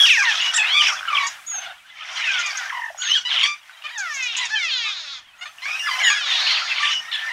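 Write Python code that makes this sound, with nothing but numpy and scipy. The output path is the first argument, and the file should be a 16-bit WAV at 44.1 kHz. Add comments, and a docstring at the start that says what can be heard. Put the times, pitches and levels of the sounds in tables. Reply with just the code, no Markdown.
"""Birds mob a cat in a tree. From the start, close birds chatter over a far scolding flock and airy hiss.
One gives the first of five falling nasal wails; harsh churrs and a squeak follow. Quick slides, clucks
and trills join at about 1 s, then a small bird's high chips and whistles; the calls recur until 7.3 s.
Voiced calls are membrane overtones shaped by throat and beak. Trunks throw a short echo, and the
microphone cuts the bass."""
import sys
import numpy as np
from scipy import signal
from scipy.io import wavfile
from scipy.ndimage import uniform_filter1d

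SR = 44100
rng = np.random.default_rng(int(sys.argv[2]) if len(sys.argv) > 2 else 0)


def to_wav(sig):
    """Store sig (one row per channel, or 1-D mono) as 16-bit WAV at the path in sys.argv[1].

    Samples outside -1..1 are clipped; the rate is SR.
    """
    pcm = np.clip(np.atleast_2d(sig), -1, 1) * 32767
    pcm = np.round(pcm).astype(np.int16)
    wavfile.write(sys.argv[1], SR, pcm.T)  # frames by channels


N = 322812

# Throat response for chatter and churrs. Each row: frequency in Hz, gain in dB.
CHATTER_THROAT = [(500, -16.5), (1200, -3), (2500, -3.5), (4000, -5), (6000, -14), (9000, -26),
                  (15000, -81)]


def undb(db):
    """Decibels to gain."""
    return 10 ** (np.asarray(db) / 20)


def unit(x):
    """Scale to rms 1."""
    return x / np.sqrt(np.mean(x ** 2))


def band(x, hz, width_hz):
    """Second-order resonance."""
    return signal.lfilter(*signal.iirpeak(hz, hz / width_hz, fs=SR), x)


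def narrow_noise(count, hz, width_hz):
    """Noise passed twice through one resonance; rms 1."""
    return unit(band(band(rng.standard_normal(count), hz, width_hz), hz, width_hz))


def wobble(rate_hz, shape):
    """Smooth random drift at about rate_hz; rms 1."""
    width = max(int(SR / rate_hz), 1)
    return unit(uniform_filter1d(uniform_filter1d(rng.standard_normal(shape), width), width))


def sine(hz):
    """Sine following a per-sample pitch."""
    return np.sin(2 * np.pi * np.cumsum(hz) / SR)


def span(rows):
    """Timed rows to sample indices, per-sample columns and a 2 ms fade at each end."""
    times_s, *columns = np.transpose(rows)
    i = np.arange(int(times_s[0] * SR), min(int(times_s[-1] * SR), N))
    fade = np.clip(np.minimum(i - i[0], i[-1] - i) / (0.002 * SR), 0, 1)
    return i, [np.interp(i / SR, times_s, column) for column in columns], fade


def contour(start_s, length_s, turn, from_hz, turn_hz, to_hz, db, swell_db, beak_hz, beak_db,
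            beak_end_hz=None):
    """Rows of one call for voice(): pitch turns once, level tilts by the swell and drops at both ends."""
    u = np.linspace(0, 1, 41)
    hz = np.interp(u, [0, np.clip(turn, 0, 1), 1], [from_hz, turn_hz, to_hz])
    level_db = db + swell_db * (u - .5) - 4.5 * np.abs(2 * u - 1) ** 3.3
    beak_path_hz = np.linspace(beak_hz, beak_end_hz or beak_hz, len(u))
    return np.transpose([start_s + length_s * u, hz, level_db, beak_path_hz, np.full_like(u, beak_db)])


def voice(calls, throat, beak_width_hz, rough, beats=None, fry_hz=1.):
    """Membrane overtones through a fixed throat and a moving beak; roughness shakes pitch and gains."""
    hop = 16  # samples per gain update
    throat_hz, throat_db = np.transpose(throat)
    out = np.zeros(N)
    for n, rows in enumerate(calls):
        i, (hz, *controls), fade = span(rows)
        db, beak_hz, beak_db = uniform_filter1d(controls, size=350)  # muscles cannot jump
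        fray = np.clip(rough + (fry_hz / hz) ** 4, 0, .95)  # a slack membrane frays at low pitch
        if beats:  # trill: quick rise, slow fall; the voice thins during the rise
            reference_s, rate_hz, swing = beats[n]
            beat_rad = 2 * np.pi * rate_hz * (i / SR - reference_s)
            hz = hz * (1 + swing * uniform_filter1d(signal.sawtooth(beat_rad - .6 * np.pi, .3), size=150))
            db = db + 5 * np.sin(beat_rad + .3)
        hz = hz * (1 + .12 * fray ** 2 * wobble(350, len(i)))
        k = np.arange(1, int(throat_hz[-1] / hz.min()) + 1)[:, None]
        partial_hz, hoarse = k * hz[::hop], fray[::hop]
        gain = undb(np.interp(np.log(partial_hz), np.log(throat_hz), throat_db, right=-99))
        detune = (partial_hz - beak_hz[::hop]) / beak_width_hz
        gain *= 1 + undb(beak_db[::hop]) / (1 + detune ** 2) ** 1.3
        gain /= np.sqrt(np.sum(gain ** 2, axis=0) / 2)
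        gain *= np.sqrt(1 - hoarse ** 2) + hoarse * wobble(hop * 425, gain.shape)
        gain *= undb(2.92 * wobble(hop * 23.4, gain.shape))  # each overtone swells on its own
        gain = uniform_filter1d(np.repeat(gain, hop, axis=1), hop)[:, :len(i)]
        phase_rad = 2 * np.pi * np.cumsum(hz) / SR
        tone = np.sum(gain * np.sin(k * phase_rad + k ** 2), axis=0)
        out[i] += tone * undb(db) * fade
    return out


def chatter():
    """Short hoarse notes, each with one pitch turn."""
    # Each row: start and length in seconds, place of the turn 0-1, pitch at start, turn and end in Hz,
    # level and swell in dB, beak resonance in Hz, its strength in dB.
    notes = [ (0.0, 0.071, 0.72, 1696, 1644, 980, -6.5, -8, 3150, 56),
             (0.17, 0.065, 0.43, 965, 813, 796, -12, -8, 2000, 49),
             (0.22, 0.11, 0.28, 1182, 1005, 793, -13, -7, 2000, 31),
             (0.35, 0.16, 0.55, 768, 975, 967, -20.5, 7, 3000, 30),
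             (0.575, 0.085, 0.26, 966, 851, 858, -13, -7, 2600, 22),
             (0.66, .14, 0.72, 908, 1171, 1153, -16.5, 15.5, 3160, 20),
             (0.74, 0.099, 0.4, 1193, 1213, 1190, -18.5, -1, 2420, 8.6),
             (1.19, 0.041, 0.41, 1036, 994, 944, -19, 5, 2500, 21),
             (1.225, .065, 0.308, 900, 927, 962, -23.5, -5, 1930, 5.3),
             (2.43, 0.093, 0.59, 1214, 1186, 1084, -26, -9, 2370, 7.8),
             (3.0, 0.043, 0.63, 1425, 1510, 1430, -26, 5, 3440, 5.2),
             (3.145, 0.049, .55, 1881, 1504, 1470, -17.5, 2, 3350, 10),
             (3.25, 0.042, 0.48, 994, 966, 1025, -21.5, -2, 2900, 15),
             (3.43, .13, 0.28, 1121, 1173, 1190, -23, -20, 2500, 8),
             (3.838, 0.036, 0.59, 606, 605, 610, -23.5, 2, 2730, 18),
             (4.38, .095, .25, 968, 1030, 891, -25, 6, 2430, 5.9),
             (4.84, .07, 0.23, 1115, 1200, 1229, -25.5, 7, 2960, 16),
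             (5.41, 0.033, 0.87, 705, 726, 724, -28.5, 0, 2870, 10.3),
             (5.455, 0.036, 0.35, 600, 603, 664, -35, -18, 2380, 3.6),
             (5.62, .16, 0.45, 997, 1221, 1293, -25, 3, 2340, 14),
             (5.79, 0.12, 0.32, 2840, 2800, 2850, -33, -30, 2700, 3),
             (5.825, 0.069, 0.3, 1717, 1720, 1690, -25, 5, 1900, 6.3),
             (6.04, .16, 0.46, 1744, 1648, 1680, -17, -7, 1910, 3.3),
             (6.1, 0.037, 0.53, 1114, 1197, 1222, -20, -23, 1930, 10),
             (6.8, .12, 0.9, 1171, 1177, 1130, -24, -6, 2680, 7.4),
             (6.825, 0.045, 0.38, 1750, 1776, 1910, -24.5, -1, 2550, 16),
             (6.89, 0.1174, 0.51, 3015, 2945, 2930, -17, -3, 2930, 31),
             (6.99, 0.15, 0.55, 1850, 1852, 1920, -34.5, 7, 1860, 16),
             (7.11, .055, .55, 1800, 1760, 1700, -23, 21, 3170, 14),
             (7.165, 0.13, 0.46, 1740, 1777, 1800, -27.5, -4, 1800, 22),
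             (7.28, 0.041, 0.64, 1082, 935, 1030, -26, 8, 2100, 18), ]
    return voice([contour(*row) for row in notes], CHATTER_THROAT, beak_width_hz=540, rough=0.334)


def cheeps(low_hz, high_hz, count):
    """Short hoarse tones at random times and pitches, most falling; rms 1."""
    out = np.zeros(N + SR)
    for when, place, glide, length, loudness in rng.random((count, 5)):
        u = np.linspace(0, 1, int((.012 + .04 * length) * SR))
        hz = low_hz * (high_hz / low_hz) ** place * (1 + 0.225 * (glide - .7) * u)
        out[int(when * N):][:len(u)] += undb(8.9 * loudness) * np.sin(np.pi * u) * sine(hz)
    return unit(out[:N] * (1 + 0.5 * wobble(200, N)))


def flock():
    """Far birds: cheeps over the flickering blur of many throats, with a scratchy top."""
    # Each row: time in seconds, level in dB, relative treble level in dB.
    envelope = [(0.0, -19, -5.5), (0.14, -39.5, 14), (0.24, -26.5, 0), (0.57, -25.5, -6.5),
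                (0.67, -19.5, -29), (0.77, -31, 0), (0.9, -22.5, 1.5), (1.04, -31.5, -18.5),
                (1.16, -26, -12), (1.3, -32.5, -6), (1.47, -43.5, -34), (1.63, -31, -18),
                (1.81, -45.5, -27), (2.18, -27.5, -6), (2.57, -29, -9), (2.95, -45.5, -10),
                (3.12, -30, 1.5), (3.24, -39.5, -4), (3.35, -22.5, -16), (3.48, -41, 8), (3.61, -46.5, -15),
                (3.9, -38.5, -24), (4.16, -38, 3.5), (4.47, -32.5, -11.5), (4.6, -40.5, 8.5),
                (4.77, -35, -4), (5.16, -43, -1), (5.3, -49, -33), (5.46, -40, -30), (5.55, -44, -18),
                (5.69, -28, -8.5), (5.83, -35, -2), (6.02, -20.5, -12.5), (6.1, -31.5, -6), (6.44, -24, -5),
                (6.77, -27.5, -14), (6.91, -33.5, 5.5), (7.1, -37, -14), (7.32, -30, -14)]
    # Throat resonances. Each row: centre in Hz, width per pass in Hz, relative gain in dB.
    modes = [(760, 236, -2.5), (1250, 1240, 7), (2010, 1860, 11), (3010, 1200, 6.5)]
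    flicker_db = 2.5
    blur = sum(undb(gain_db + flicker_db * wobble(25, N)) * narrow_noise(N, hz, width_hz)
               for hz, width_hz, gain_db in modes)
    scratch = narrow_noise(N, 5570, 1400) * undb(flicker_db * wobble(40, N))
    mid = unit(unit(blur) + undb(-1) * cheeps(1250, 3800, count=900))
    treble = unit(unit(scratch) + undb(-4) * cheeps(4700, 6800, count=500))
    i, (db, treble_db), _ = span(envelope)
    out = np.zeros(N)
    out[i] = undb(db) * (mid[i] + undb(treble_db) * treble[i])
    return out


def hiss():
    """Airy treble noise that sinks and swells."""
    # Each row: time in seconds, level in dB.
    envelope = [(0.0, -34), (0.26, -51), (1.55, -50), (1.79, -58), (2.2, -70), (2.55, -49.5), (3.4, -61),
                (3.89, -56), (4.15, -51), (4.54, -73), (4.93, -82), (5.2, -67.5), (5.95, -41.5), (6.4, -69),
                (6.63, -63), (7.18, -50), (7.32, -52)]
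    times_s, db = np.transpose(envelope)
    air = band(band(rng.standard_normal(N), 6500, 5700), 12000, 17000)
    return undb(np.interp(np.arange(N) / SR, times_s, db)) * unit(air)


def wails():
    """Falling nasal calls that fray as they sink; the beak resonance grows with loudness."""
    # One curve per wail. Each row: time in seconds, pitch in Hz, level in dB, beak resonance in Hz.
    curves = [
        [(0.06, 987, -15, 2880), (0.082, 910, -12, 2710), (0.106, 673, -10.5, 2670), (0.17, 496, -14, 2300)],
        [(2.17, 1017, -26, 2770), (2.192, 1035, -34, 2800), (2.294, 829, -21.5, 2200),
         (2.312, 787, -23.5, 1740), (2.4, 703, -24.5, 1490), (2.452, 674, -34, 1930), (2.532, 542, -36, 1920),
         (2.614, 480, -25.5, 1670), (2.67, 399, -33.5, 1720)],
        [(3.89, 705, -31, 2110), (3.916, 962, -31.5, 1840), (3.948, 973, -30, 1770), (3.984, 842, -21.5, 1540),
         (4.1, 614, -28.5, 1700), (4.162, 547, -24.5, 2240), (4.246, 496, -21.5, 2580),
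         (4.326, 453, -28.5, 2920), (4.348, 385, -29, 3200), (4.452, 319, -35, 2600), (4.48, 325, -40, 2300)],
        [(4.49, 670, -37, 1785), (4.51, 859, -24, 1770), (4.546, 878, -12, 1740), (4.575, 810, -27, 2070),
         (4.612, 729, -17.5, 2270), (4.692, 612, -22.5, 2740), (4.72, 535, -18, 3340),
         (4.828, 454, -23.5, 2880), (4.894, 421, -24, 3000), (4.96, 369, -30.5, 3900),
         (5.002, 326, -28.5, 3800), (5.068, 284, -35, 3460), (5.116, 278, -29.5, 3600), (5.2, 236, -43, 3560)],
        [(6.0, 1161, -18, 2210), (6.03, 1026, -22, 2340), (6.074, 940, -16, 2080), (6.182, 663, -24, 2450),
         (6.27, 549, -22, 3530), (6.368, 465, -18, 3560), (6.44, 406, -21, 4260), (6.5, 352.8, -22, 4340),
         (6.6, 299, -25, 4470), (6.674, 267, -28.5, 4270), (6.72, 270, -30, 4400), (6.83, 229, -30.5, 4230),
         (6.88, 240, -42, 3960)],
    ]
    # Beak strength of each wail in dB, at the level reference_db.
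    strengths_db = [14, 24.5, 23, 10.6, 7.5]
    # Throat response. Each row: frequency in Hz, gain in dB.
    throat = [(290, -64), (500, -15.5), (1730, 2), (2570, 2), (2980, -4), (3550, 6), (5400, -0.5),
              (5800, -16), (6720, -1), (8000, -51), (10400, -59), (17600, -120)]
    reference_db, beak_db_per_db = -26, 1.5
    calls = [[(time_s, hz, db, beak_hz, beak_db + beak_db_per_db * (db - reference_db))
              for time_s, hz, db, beak_hz in curve] for curve, beak_db in zip(curves, strengths_db)]
    return voice(calls, throat, beak_width_hz=460, rough=.12, fry_hz=160)


def churrs():
    """Harsh rasps: a very rough voice on one pitch under a strong, gliding beak resonance."""
    # Each row: start and length in seconds, level and swell in dB, beak resonance at start and end in Hz.
    rasps = [(0.25, .25, -19.5, 1, 3420, 3130), (0.82, 0.11, -18.5, -16, 2940, 2580),
             (1.969, 0.17, -36, 0, 2720, 2750), (2.16, 0.27, -24.5, 3, 2730, 2800),
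             (3.019, .18, -24.5, -3, 3300, 3280), (3.289, .18, -17.5, 0.5, 3090, 3120),
             (4.35, 0.1, -23.5, -1, 3180, 3150), (6.26, 0.17, -22, -4, 2840, 3100),
             (6.46, 0.16, -19, -4.5, 2950, 3000), (6.669, 0.085, -24, 2, 2860, 2720),
             (6.759, 0.18, -19.5, -5.5, 2580, 2880), (7.115, 0.06, -22.5, -1, 3250, 3220),
             (7.18, 0.056, -30, -4, 2900, 2710)]
    hz, beak_db = 996, 35
    calls = [contour(start_s, length_s, .5, hz, hz, hz, db, swell_db, beak_hz, beak_db, beak_end_hz)
             for start_s, length_s, db, swell_db, beak_hz, beak_end_hz in rasps]
    return voice(calls, CHATTER_THROAT, beak_width_hz=800, rough=1.0)


def squeak():
    """One bright, nearly clean call that leaps up and drops back."""
    # Each row: time in seconds, pitch in Hz, level in dB, beak resonance in Hz, its strength in dB.
    curve = [(.535, 1060, -25, 3780, 14), (.545, 1740, -13.5, 3700, 16), (.558, 1925, -26, 3800, -2),
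             (.567, 1906, -11.5, 3800, 0), (.585, 1209, -35, 3800, 5)]
    # Throat response. Each row: frequency in Hz, gain in dB.
    throat = [(900, 6), (4000, -4), (7800, 1), (10000, -10.5)]
    return voice([curve], throat, beak_width_hz=550, rough=0.096)


def slides():
    """Single tones that glide fast, slightly hoarse."""
    # Each row: start and length in seconds, pitch at start and end in Hz, level in dB.
    glides = [(0.783, 0.0438, 3460, 2780, -12), (0.854, 0.037, 2900, 2080, -18.5),
              (0.86, 0.056, 1854, 1243, -24), (0.921, 0.028, 1110, 1460, -23.5),
              (1.081, 0.023, 2950, 3000, -23), (1.145, 0.011, 3840, 3160, -17),
              (1.151, 0.013, 3120, 3400, -14), (1.167, 0.01, 3380, 2350, -15),
              (1.175, 0.022, 2450, 2190, -17), (2.208, .012, 1890, 2900, -33),
              (2.213, 0.037, 1940, 3070, -24), (2.244, 0.048, 1783, 2855, -29),
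              (2.27, 0.035, 1940, 2680, -37), (2.499, 0.024, 4750, 4480, -31),
              (2.698, 0.0098, 2290, 1500, -21.5), (3.043, 0.063, 1506, 1980, -30.5),
              (3.094, 0.082, 2820, 3387, -14.5), (3.767, 0.034, 3600, 4250, -50),
              (4.545, 0.048, 3170, 3080, -24), (5.854, 0.089, 5050, 4530, -33),
              (5.859, 0.019, 2070, 2020, -22), (6.036, 0.017, 3014, 3870, -16),
              (6.048, 0.05, 2980, 2825, -14.5), (6.079, 0.0079, 4100, 2900, -15),
              (6.701, 0.028, 2740, 2560, -20), (6.235, .025, 3490, 3270, -33),
              (6.6, 0.048, 1520, 1245, -29), (5.655, 0.01, 1510, 1820, -28.5),
              (6.188, 0.013, 3250, 3210, -21.5)]
    out = np.zeros(N)
    for start_s, length_s, from_hz, to_hz, db in glides:
        u = np.arange(int(length_s * SR)) / (length_s * SR)
        envelope = np.sin(np.pi * u) ** .5 * (1 + 0.53 * wobble(250, len(u)))
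        tone = np.sqrt(2) * sine(from_hz + (to_hz - from_hz) * u)
        out[int(start_s * SR):][:len(u)] += undb(db) * envelope * tone
    return out


def clucks():
    """Short hollow knocks that ring the throat."""
    # Each row: start in seconds, level in dB, pitch in Hz, 60 dB decay time in seconds.
    knocks = [(1.009, -12, 1480, 0.012), (1.03, -15, 1520, 0.014), (1.053, -14, 1600, 0.024),
              (1.084, -20, 2970, 0.019), (2.901, -19.5, 680, 0.028), (2.946, -19, 760, 0.013),
              (2.986, -23, 1360, 0.016), (3.02, -11.5, 3220, 0.017), (3.695, -27.5, 1500, 0.033),
              (3.822, -24.5, 2820, 0.019), (5.584, -25, 2800, 0.024)]
    t = np.arange(int(.05 * SR)) / SR
    out = np.zeros(N)
    for start_s, db, hz, t60_s in knocks:
        envelope = np.minimum(t / 0.00069, 1) * undb(-60 * t / t60_s)
        out[int(start_s * SR):][:len(t)] += undb(db) * envelope * np.sin(2 * np.pi * hz * t)
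    return out


def trills():
    """Hoarse notes whose pitch and level beat rapidly."""
    # Each row: ten columns as in chatter(), beat reference time in seconds, beat rate in Hz,
    # pitch swing as a fraction.
    notes = [ (1.075, .195, 0.32, 1412, 1157, 1115, -22.5, -3.5, 1800, 27, 1.102, 38.9, 0.017),
             (1.52, 0.21, 0.25, 865, 766, 753, -37.5, 7.5, 1550, 3.6, 1.66, 24.7, 0.1),
             (2.5, .19, 0.88, 816, 790, 917, -34, 2, 1790, 53, 2.55, 36.5, .05),
             (2.7, .2, 0.13, 1594, 1050, 924, -28.5, -7, 1600, 51, 2.748, 45.2, 0.081),
             (5.87, 0.21, 0.16, 1430, 1018, 1048, -24.5, -9.5, 2030, 9.7, 5.912, 39, 0.034), ]
    # Throat response. Each row: frequency in Hz, gain in dB.
    throat = [(500, -2.5), (1100, -8.5), (2200, -13), (3200, -4.5), (5000, -23)]
    calls = [contour(*row[:10]) for row in notes]
    return voice(calls, throat, beak_width_hz=530, rough=0.323, beats=[row[10:] for row in notes])


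def chips():
    """High bursts of narrow-band scratch, each with a skirt that slides down."""
    # Each row: start in seconds, relative level in dB, centre in Hz, length in seconds.
    bursts = [(1.265, -13.5, 6720, 0.024), (2.386, -19, 6450, 0.039), (2.459, -18, 6600, 0.024),
              (2.57, -15, 6440, 0.019), (3.976, -17.5, 6520, 0.04), (4.134, -21.5, 6520, 0.058),
              (4.221, -19.5, 6450, 0.038), (4.365, -13.5, 6810, 0.031), (4.45, -19, 6700, 0.018)]
    out = np.zeros(N)
    for start_s, db, hz, length_s in bursts:
        u = np.arange(int(length_s * SR)) / (length_s * SR)
        core = narrow_noise(len(u), hz, width_hz=710)
        skirt = wobble(1200, len(u)) * sine(hz * (1 - 0.52 * u))
        envelope = 0.39 * np.minimum(u / 0.18, 1) * (1 - u) ** 0.5
        out[int(start_s * SR):][:len(u)] += undb(db) * envelope * (core + undb(-2.5) * skirt)
    return out


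def whistles():
    """Thin high sines that swing up to their top and sag slowly."""
    # Each row: start and length in seconds, top pitch in Hz, level in dB.
    notes = [(1.464, 0.14, 6810, -25.5), (2.976, 0.16, 6820, -28), (5.38, 0.13, 6700, -51),
             (6.03, 0.11, 6960, -22.5)]
    rise_s, release_s, rise_hz, sag_hz_per_s, edge_db = 0.0173, .01, 267, 4600, -10
    out = np.zeros(N)
    for start_s, length_s, top_hz, db in notes:
        end_s = start_s + length_s
        low_hz = top_hz - sag_hz_per_s * (length_s - rise_s - release_s)
        curve = [(start_s, top_hz - rise_hz, db + edge_db), (start_s + rise_s, top_hz, db),
                 (end_s - release_s, low_hz, db), (end_s, low_hz, db + edge_db)]
        i, (hz, level_db), fade = span(curve)
        out[i] += np.sqrt(2) * undb(level_db) * fade * sine(hz)
    return out


def trunk_echo(x, t60_s):
    """Dense reflections off trunks: a decaying noise response of unit energy."""
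    t = np.arange(int(.5 * SR)) / SR
    response = rng.standard_normal(len(t)) * np.minimum(t / 0.0057, 1) * undb(-60 * t / t60_s)
    return signal.fftconvolve(x, response / np.sqrt(np.sum(response ** 2)))[:N]


def scene():
    """Near birds with their echo, the far flock and the hiss; mono."""
    near = chatter() + wails() + churrs() + squeak() + slides() + clucks() + trills() + chips() + whistles()
    return (near + undb(-7.5) * trunk_echo(near, t60_s=0.17) + flock() + hiss())[None]


def record(dry):
    """Loudest peaks softly rounded; then steep bass cut, faint uneven rumble, top cut."""
    bass_cut_hz, top_cut_hz, rumble_db, sway_db = 570, 15730, -69.5, 5
    highpass = signal.ellip(7, .5, 50, bass_cut_hz, "high", fs=SR, output="sos")
    lowpass = signal.ellip(10, .2, 70, top_cut_hz, fs=SR, output="sos")
    thin = signal.sosfilt(highpass, np.tanh(0.87 * dry) / 1.212)
    rumble = sum(undb(db + sway_db * wobble(4.7, N)) * unit(band(rng.standard_normal(N), hz, 2 * hz))
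                 for hz, db in [(35, -5.5), (110, 0), (260, -18)])
    return signal.sosfilt(lowpass, thin + undb(rumble_db) * unit(rumble))


dry = scene()
out = record(dry)
to_wav(out)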